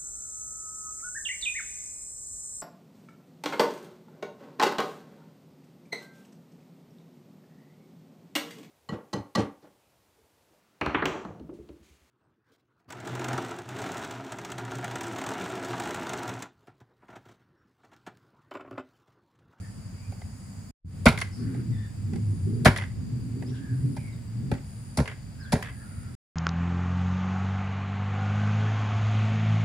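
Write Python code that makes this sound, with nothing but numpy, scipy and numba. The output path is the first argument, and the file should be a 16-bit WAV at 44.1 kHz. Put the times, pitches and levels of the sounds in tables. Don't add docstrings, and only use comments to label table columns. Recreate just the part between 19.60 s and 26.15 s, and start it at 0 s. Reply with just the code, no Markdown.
import sys
import numpy as np
from scipy import signal
from scipy.fft import rfft, irfft
from scipy.io import wavfile
from scipy.ndimage import uniform_filter1d
from numba import njit

SR = 44100
rng = np.random.default_rng(int(sys.argv[2]) if len(sys.argv) > 2 else 0)


def attenuation_scalar(level_db):
    decades = np.asarray(level_db, float) / 20
    return 10 ** decades


def transcribe(signal):
    frames = np.atleast_2d(signal).T
    limited = np.clip(frames, -1, 1)
    pcm = np.round(limited * 32767).astype(np.int16)
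    wavfile.write(sys.argv[1], SR, pcm)


N = 288936
T = np.arange(N) / SR
F = np.arange(N // 2 + 1) * SR / N + 1
CUT_S, RESUME_S, FADE_S = 1.111, 1.245, 0.13


@njit
def svf(x, hz, width):
    y, band, low = np.empty(len(x)), 0., 0.
    for i in range(len(x)):
        g, k = np.tan(np.pi * hz[i] / SR), width / hz[i]
        v = (band + g * (x[i] - low)) / (1 + g * (g + k))
        band, low, y[i] = 2 * v - band, low + 2 * g * v, k * v
    return y


def svf_twice(x, hz, width):
    return svf(svf(x, hz, width), hz, width)


def unit(x):
    return x / np.sqrt(np.mean(x ** 2) + 1e-30)


def on_axis(table):
    hz, value = np.transpose(table)
    return np.interp(np.log(F), np.log(hz), value)


def walk(rate_hz):
    hold = int(SR / rate_hz)
    levels = np.repeat(rng.standard_normal(N // hold + 1), hold)
    return 1.3 * uniform_filter1d(uniform_filter1d(levels, hold), hold)[:N]


def ring(x, modes):
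    y = 0
    for k, (hz, width_hz, db) in enumerate(modes):
        centre = np.full(len(x), 1. * hz)
        y = y + (-1) ** k * attenuation_scalar(db) * svf_twice(x, centre, 1. * width_hz)
    return y / np.abs(y).max()


def add(out, start_s, y):
    i = int(start_s * SR)
    out[:, i:i + y.shape[-1]] += y[..., :N - i]


def ports(a, b, lead, pan, alike):
    likeness = np.sqrt(np.clip(on_axis(alike), 0, 1))
    mid = rfft(a) * np.sqrt((1 + likeness) / 2)
    side = rfft(b) * np.sqrt((1 - likeness) / 2)
    lead_rad = np.interp(F, *np.transpose(lead))
    turn = np.exp(.5j * lead_rad) * attenuation_scalar(on_axis(pan) / 2)
    return np.array([irfft((mid + side) * turn, N), irfft((mid - side) / turn, N)])


def crush(length_s, tail_db):
    t = np.arange(int(SR / 4)) / SR
    length_s = max(length_s, .001)
    attack = 1 - np.exp(-t / (0.12 * length_s))
    decay = np.exp(-(t / length_s) ** 1.42)
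    echo = attenuation_scalar(tail_db) * np.exp(-t / 0.043)
    cracks = attenuation_scalar(1.76 * np.repeat(rng.standard_normal(len(t) // 40 + 1), 40)[:len(t)])
    return attack * (decay + echo) * cracks * rng.standard_normal((2, len(t)))


def contact(out, start_s, db, length_s, tail_db, parts):
    force = crush(length_s, tail_db)
    for rel_db, modes in parts:
        struck = np.array(modes) * (1 + [.03, 0, 0] * rng.standard_normal((len(modes), 1)))
        body = np.array([ring(f, struck) for f in force])
        add(out, start_s - .001, attenuation_scalar(db + rel_db) * body)


# thump_db, knock_db, hiss_db
BLOWS = [(1.4568, -13.5, 11, 6, -7), (1.4612, -3.5, -1, -4, -17), (1.483, -12, 0.5, -13, -12.5),
         (3.0488, -21, 6, -3, -1), (3.054, -4.5, 2, -0.5, -13.5), (3.064, -8, -24, -8, -18),
         (3.0758, -9.5, 2, -15, -15.5), (4.9146, -26, 10, 4.5, -11), (5.3728, -24, 8.5, 0.5, 0),
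         (5.3851, -22.5, 10, 1, -15), (5.4, -24.5, 12.5, 2.5, -12), (5.922, -21, 4, -0.5, -6),
         (5.9272, -19, 10, 0.5, -5), (5.9523, -26.5, 8, 0, -27.5)]
# pitch_hz, width_hz, level_db
TABLE_MODES = [(62, 37, -1.5), (123.3, 71, -0.5), (153.6, 64, 3.5), (238.7, 58, 5.5), (321, 69, -5),
               (98, 21.5, -4)]
BOARD_MODES = [(403, 101, 0), (575, 156, -3), (756, 210, 1.5), (853, 364, 0), (977, 380, -8.5)]
BLADE_MODES = [(946, 390, 2.5), (1405, 230, 5.5), (1500, 243, 4), (1650, 240, 3), (1950, 230, 2),
               (2245, 290, 1), (2630, 600, -7.5), (3400, 1250, -10.5)]
HISS_MODES = [(4735, 1960, 8), (6220, 1470, 7.5), (6880, 5800, 4), (11060, 10000, 2.5), (13200, 4600, 0.5)]


def blows(out):
    t = np.arange(int(SR / 4)) / SR
    thump = ring(t / .002 * np.exp(-t / 0.00084), TABLE_MODES)
    table_lag_s = 0.00454
    for start_s, db, thump_db, knock_db, hiss_db in BLOWS:
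        length_s = .0135 * (1 + .02 * db)
        parts = [(0, BLADE_MODES), (knock_db + 2.0, BOARD_MODES), (hiss_db + 5.5, HISS_MODES)]
        contact(out, start_s, db, length_s, -14, parts)
        add(out, start_s + table_lag_s, attenuation_scalar(db + thump_db) * thump)


# knock_db, hiss_db
TOUCHES = [(0.5205, -51.5, 6.5, 2), (0.6155, -46, 2.5, -3), (1.945, -46, 2, -7), (2.534, -41.5, -2, -2.5),
           (2.5579, -44, -4, 2), (3.823, -40, -4.5, -9), (4.366, -45, 6, 3.5), (4.3744, -41, -24, -22),
           (4.4785, -53, -14, 0), (4.938, -37, -16, -9), (4.95, -44, -17, -12), (4.9797, -49, -16, -23)]
# start_s, peak_db, hiss_over_peak_db
HOPS = [(1.5244, -38, 1), (1.5757, -24.5, -7.5), (1.587, -31.5, 1), (1.603, -35, 4), (1.6143, -23.5, -2.5),
        (3.162, -23, -7.5), (3.174, -34.5, 6.5), (5.4564, -33.5, -11), (5.476, -25.5, -10),
        (5.5146, -40, -18), (6.0252, -26.5, -7)]
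# start_s, end_s, level_db
CHATTER = [
    (1.621, 1.63, -23),
    (3.184, 3.245, -30.5),
    (5.485, 5.53, -38),
    (6.034, 6.103, -35.5),
]
# pitch_hz, width_hz, level_db
DISH_MODES = [(923, 400, 3), (1095, 810, -1.5), (1650, 265, 6), (2020, 230, 10.5), (2500, 820, -3),
              (3260, 740, -5)]


def landings(out):
    touch_s, hop_s, hop_knock_db = .006, .0065, -19
    events = [(*row, touch_s) for row in TOUCHES]
    events += [(s, db, hop_knock_db, hiss_db, hop_s) for s, db, hiss_db in HOPS]
    gap_s, scatter_db, chatter_hiss_db = .0125, 2.2, -16
    for begin_s, end_s, db in CHATTER:
        for k, (late, strong) in enumerate(rng.standard_normal((8, 2))):
            start_s = begin_s + gap_s * (k + 0.13 * late)
            if start_s < end_s:
                events.append((start_s, db + scatter_db * strong, hop_knock_db, chatter_hiss_db, touch_s))
    for start_s, db, knock_db, hiss_db, length_s in events:
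        parts = [(0, DISH_MODES), (knock_db + 3.5, BOARD_MODES), (hiss_db, HISS_MODES)]
        contact(out, start_s, db + 3.0, length_s, -15.5, parts)


# pitch_hz, left_lead_rad
CHOP_LEAD = [(0, 0), (1720, -0.8), (3100, 0.4), (3530, -0.1), (6370, 0.2), (9730, -6.0), (15300, -14.8)]
# pitch_hz, left_minus_right_db
CHOP_PAN = [ (60, -0.5), (380, -1.0), (700, -2.5), (1290, -2.0), (2380, -0.5), (4400, 1.5), (8120, 0.5),
            (15000, 0.0)]
# pitch_hz, likeness [0-1]
CHOP_ALIKE = [(60, 0.97), (300, 0.98), (1000, 0.59), (3000, 0.26), (6000, 0.14), (12000, 0.55)]


def chops():
    out = np.zeros((2, N))
    blows(out)
    landings(out)
    return ports(*out, CHOP_LEAD, CHOP_PAN, CHOP_ALIKE)


# start_s, length_s, strength_over_coasting_db
REVS = [(1.745, 0.26, 17), (2.05, 0.078, 11), (2.469, 0.12, 19), (2.616, .12, 8), (2.82, .22, 21),
        (3.329, 1.066, 11), (3.472, .12, 14), (3.716, .2, 17.5), (4.195, 0.15, 17), (4.456, .15, 7),
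        (4.765, .2, 11.5), (6.327, 0.33, 7)]


def throttle():
    attack_s, release_s = .05, .08
    openings = []
    for start_s, length_s, db in REVS:
        rise = (T - start_s) / attack_s
        fall = 1 + (start_s + length_s - T) / release_s
        openings.append(db * np.clip(np.minimum(rise, fall), 0, 1))
    return np.max(openings, 0)


def lope():
    turn = 2 * np.pi * (T - .025) / .0795
    return (T < CUT_S) * (6.5 * np.cos(turn) + 3 * np.cos(turn / 2))


def steep(x, hz, width):
    return unit(svf(svf_twice(x, hz, width), hz, width))


def drone(hz, waver, flutter_db):
    phase = 2 * np.pi * np.cumsum(hz * (1 + waver * walk(40))) / SR
    return attenuation_scalar(flutter_db * walk(35)) * np.sqrt(2) * np.sin(phase)


# start_s, exhaust_note_hz, note_db
ENGINE = [(0, 100, -42.5), (1.102, 101, -45.5), (1.299, 94, -40.5), (1.56, 98, -28.5), (1.7, 100, -36.5),
          (2.0, 112, -33), (2.112, 103, -27), (2.301, 108, -39), (2.44, 101, -31.5), (2.55, 104, -32),
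          (2.752, 96, -30), (3.3, 104, -33.5), (4.06, 114, -37.5), (4.27, 115, -32), (4.601, 112, -40),
          (4.92, 116, -29), (5.07, 112, -49.5), (6.55, 110, -43)]
# coasting_over_mean_note_db, share_of_note [dB/dB], share_of_throttle [dB/dB]
RUMBLE_LAW = (-5.5, 1, 0.33)
BOX_LAW = (-15.5, 0.3, 0.59)
BARK_LAW = (-35, 0.2, 1.39)


def engine():
    start_s, coast_hz, coast_db = np.transpose(ENGINE)
    throttle_db = throttle()
    coast_hz = np.interp(T, start_s, coast_hz)
    note_hz = coast_hz + 0.65 * throttle_db
    note_db = np.interp(T, start_s, coast_db) + lope()
    box_hz = 1.95 * coast_hz + 42.35 * np.tanh(throttle_db / 6.5) ** 2

    def layer_amp(law):
        mean_db = -33.5
        db, note_share, throttle_share = law
        return attenuation_scalar(mean_db + db + note_share * (note_db - mean_db) + throttle_share * throttle_db)

    cycle = np.cumsum(note_hz / 3 * (1 + .03 * walk(30))) / SR
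    firing = np.diff(np.floor(cycle), prepend=0) * attenuation_scalar(7.1 * rng.standard_normal(N))
    drive = unit(firing) + 3.15 * rng.standard_normal(N)
    near = attenuation_scalar(note_db) * drone(note_hz, 0.059, 3.96)
    near += layer_amp(BOX_LAW) * drone(box_hz, 0.0452, 3.15)
    near += layer_amp(RUMBLE_LAW) * steep(drive, 1.1 * note_hz, 164.6)
    near += layer_amp(BARK_LAW) * steep(drive, np.full(N, 385.), 147.0)
    return irfft(rfft(near) / np.sqrt(1 + (F / 460) ** 16), N)


# start_s, end_s, level_db
CRICKET = [
    (1.697, 2.018, -50),
    (2.593, 2.988, -48.5),
    (4.101, 4.49, -47.5),
    (5.003, 5.374, -48),
    (5.722, 5.897, -72),
    (6.06, 6.442, -46.5),
]


def cricket():
    stroke = 98 * T % 1
    hz = 9300 * (1.04 - 0.037 * stroke) + 60 * walk(160)
    song = np.sin(np.pi * stroke) ** 2 * np.sin(2 * np.pi * np.cumsum(hz) / SR)
    level = np.zeros(N)
    for start_s, end_s, db in CRICKET:
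        swell = np.clip((T - start_s) / (0.19 * (end_s - start_s)), 0, 1)
        level += attenuation_scalar(db) * swell * (T < end_s)
    return song * level


# start_s, end_s, start_hz, end_hz, level_db
BIRDS = [
    (.02, .1, 1814, 1746, -58.5),
    (0.349, 0.497, 2230, 2500, -64),
    (2.1, 2.304, 1950, 1690, -56.5),
    (2.11, 2.281, 3620, 3460, -64),
    (3.9, 4.19, 1650, 1630, -56),
    (4.355, 4.55, 2420, 2080, -56),
    (5.78, 6.06, 1582, 1693, -50.5),
    (6.03, 6.274, 1662, 1725, -57.5),
    (6.18, 6.55, 1403, 1374, -59),
]
# start_s, end_s, start_hz, end_hz, level_db
WHISTLES = [
    (3.858, 3.885, 4594, 5590, -55),
    (3.88, 3.936, 5650, 5720, -61),
    (4.51, 4.56, 4130, 3400, -66),
    (5.794, 5.85, 5420, 3986, -56.5),
    (5.841, 5.888, 3876, 3150, -63),
]
# start_s, end_s, start_hz, end_hz, level_db
RASPS = [
    (3.94, 4.0, 3700, 3000, -58.5),
    (3.87, 3.91, 3200, 3600, -60.5),
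    (1.71, 1.856, 5130, 4700, -56.5),
    (1.758, 2.044, 1430, 1560, -57),
    (6.251, 6.547, 2080, 1740, -63),
]


def birds():
    out, waver = np.zeros((1, N)), 1 + 0.015 * walk(25)
    for table, hoarse_hz in ((BIRDS, 196.), (WHISTLES, 110.), (RASPS, 930.)):
        for start_s, end_s, from_hz, to_hz, db in table:
            u = np.linspace(0, 1, int((end_s - start_s) * SR))
            hz = (from_hz + (to_hz - from_hz) * u) * waver[int(start_s * SR):][:len(u)]
            call = unit(svf_twice(rng.standard_normal(len(u)), hz, hoarse_hz))
            swell = np.clip(np.minimum(u, 1 - u) / 0.14, 0, 1)
            add(out, start_s, attenuation_scalar(db) * call * swell)
    calls = out[0]
    echoes = sum(attenuation_scalar(-10.0 - 60 * lag_s) * np.roll(calls, int(lag_s * SR)) for lag_s in (.017, .031, .052, .08))
    return calls + echoes


# pitch_hz, width_hz, first_scene_db, second_scene_db
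CHOIR = [(4690, 240, -63.5, -65), (5040, 750, -66, -68), (6850, 890, -62.5, -66), (7890, 750, -64, -66.5),
         (9310, 3000, -62.5, -63), (13600, 2800, -72, -73)]


def insects():
    out = np.zeros(N)
    for hz, width_hz, first_db, second_db in CHOIR:
        band = unit(svf_twice(rng.standard_normal(N), np.full(N, 1. * hz), 1. * width_hz))
        level_db = np.where(T < RESUME_S, first_db, second_db)
        out += attenuation_scalar(level_db + 1.0 * walk(3.64) + 0.96 * walk(4.5)) * band
    return out


# pitch_hz, density_db [dB per Hz]
AIR = [
    [(25, -17.5), (101, -7.5), (265, -17), (310, -33), (807, -33), (2130, -39), (3650, -47.5), (15600, -58)],
    [ (25, -24.5), (104, -5), (265, -21), (320, -34), (2100, -42.5), (3300, -48), (12300, -60), (14000, -61)],
]
AIR_DB = -43, -39


def air():
    beds = []
    for curve, db in zip(AIR, AIR_DB):
        noise = irfft(rfft(rng.standard_normal(N)) * attenuation_scalar(on_axis(curve)), N)
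        beds.append(attenuation_scalar(db) * unit(noise))
    return np.where(T < RESUME_S, *beds)


# pitch_hz, left_lead_rad
AIR_LEAD = [(0, 0), (1120, -0.5), (3100, 1.5), (5000, 0), (6630, 2.94), (8790, -8), (10900, -4.5),
            (15300, -19)]
# pitch_hz, left_minus_right_db
AIR_PAN = [ (60, 0), (200, -0.7), (380, -1.9), (700, 0.5), (1290, -1), (4400, 3), (8120, 0.04),
           (15000, 0.0)]
# pitch_hz, likeness [0-1]
AIR_ALIKE = [ (60, 1), (130, 0.77), (290, 0.32), (640, 0.041), (1410, 0.0057), (3100, 0.22), (6820, 0.0116),
             (15000, 0.028)]


def scene():
    calls = birds()
    fade = np.where(T < CUT_S, 1, np.clip((T - RESUME_S) / FADE_S, 0, 1) ** 0.88)
    gate = np.clip(np.maximum(CUT_S - T, T - RESUME_S) / 0.0032, 0, 1)
    a = fade * (air() + insects() + calls) + gate * engine()
    b = fade * (air() + insects() + np.roll(calls, 300)) + gate * engine()
    garden = ports(a, b, AIR_LEAD, AIR_PAN, AIR_ALIKE) * gate
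    buzz = cricket()
    return garden + chops() + np.array([buzz, np.roll(buzz, 3)])


def roll_off(x):
    return signal.sosfilt(signal.butter(12, 15780, fs=SR, output="sos"), x)


# pitch_hz, width_hz, depth_db
DIPS = [(8600, 177, -20), (12270, 650, -20), (16600, 420, -29), (0, 22.4, -40)]


def record(dry):
    dips_db = sum(db * np.exp(-((F - hz) / width_hz) ** 2) for hz, width_hz, db in DIPS)
    heard = irfft(rfft(dry) * attenuation_scalar(dips_db), N)
    mix = np.tanh(0.75 * heard) / 0.85
    return roll_off(mix)


dry = scene()
out = record(dry)
transcribe(out)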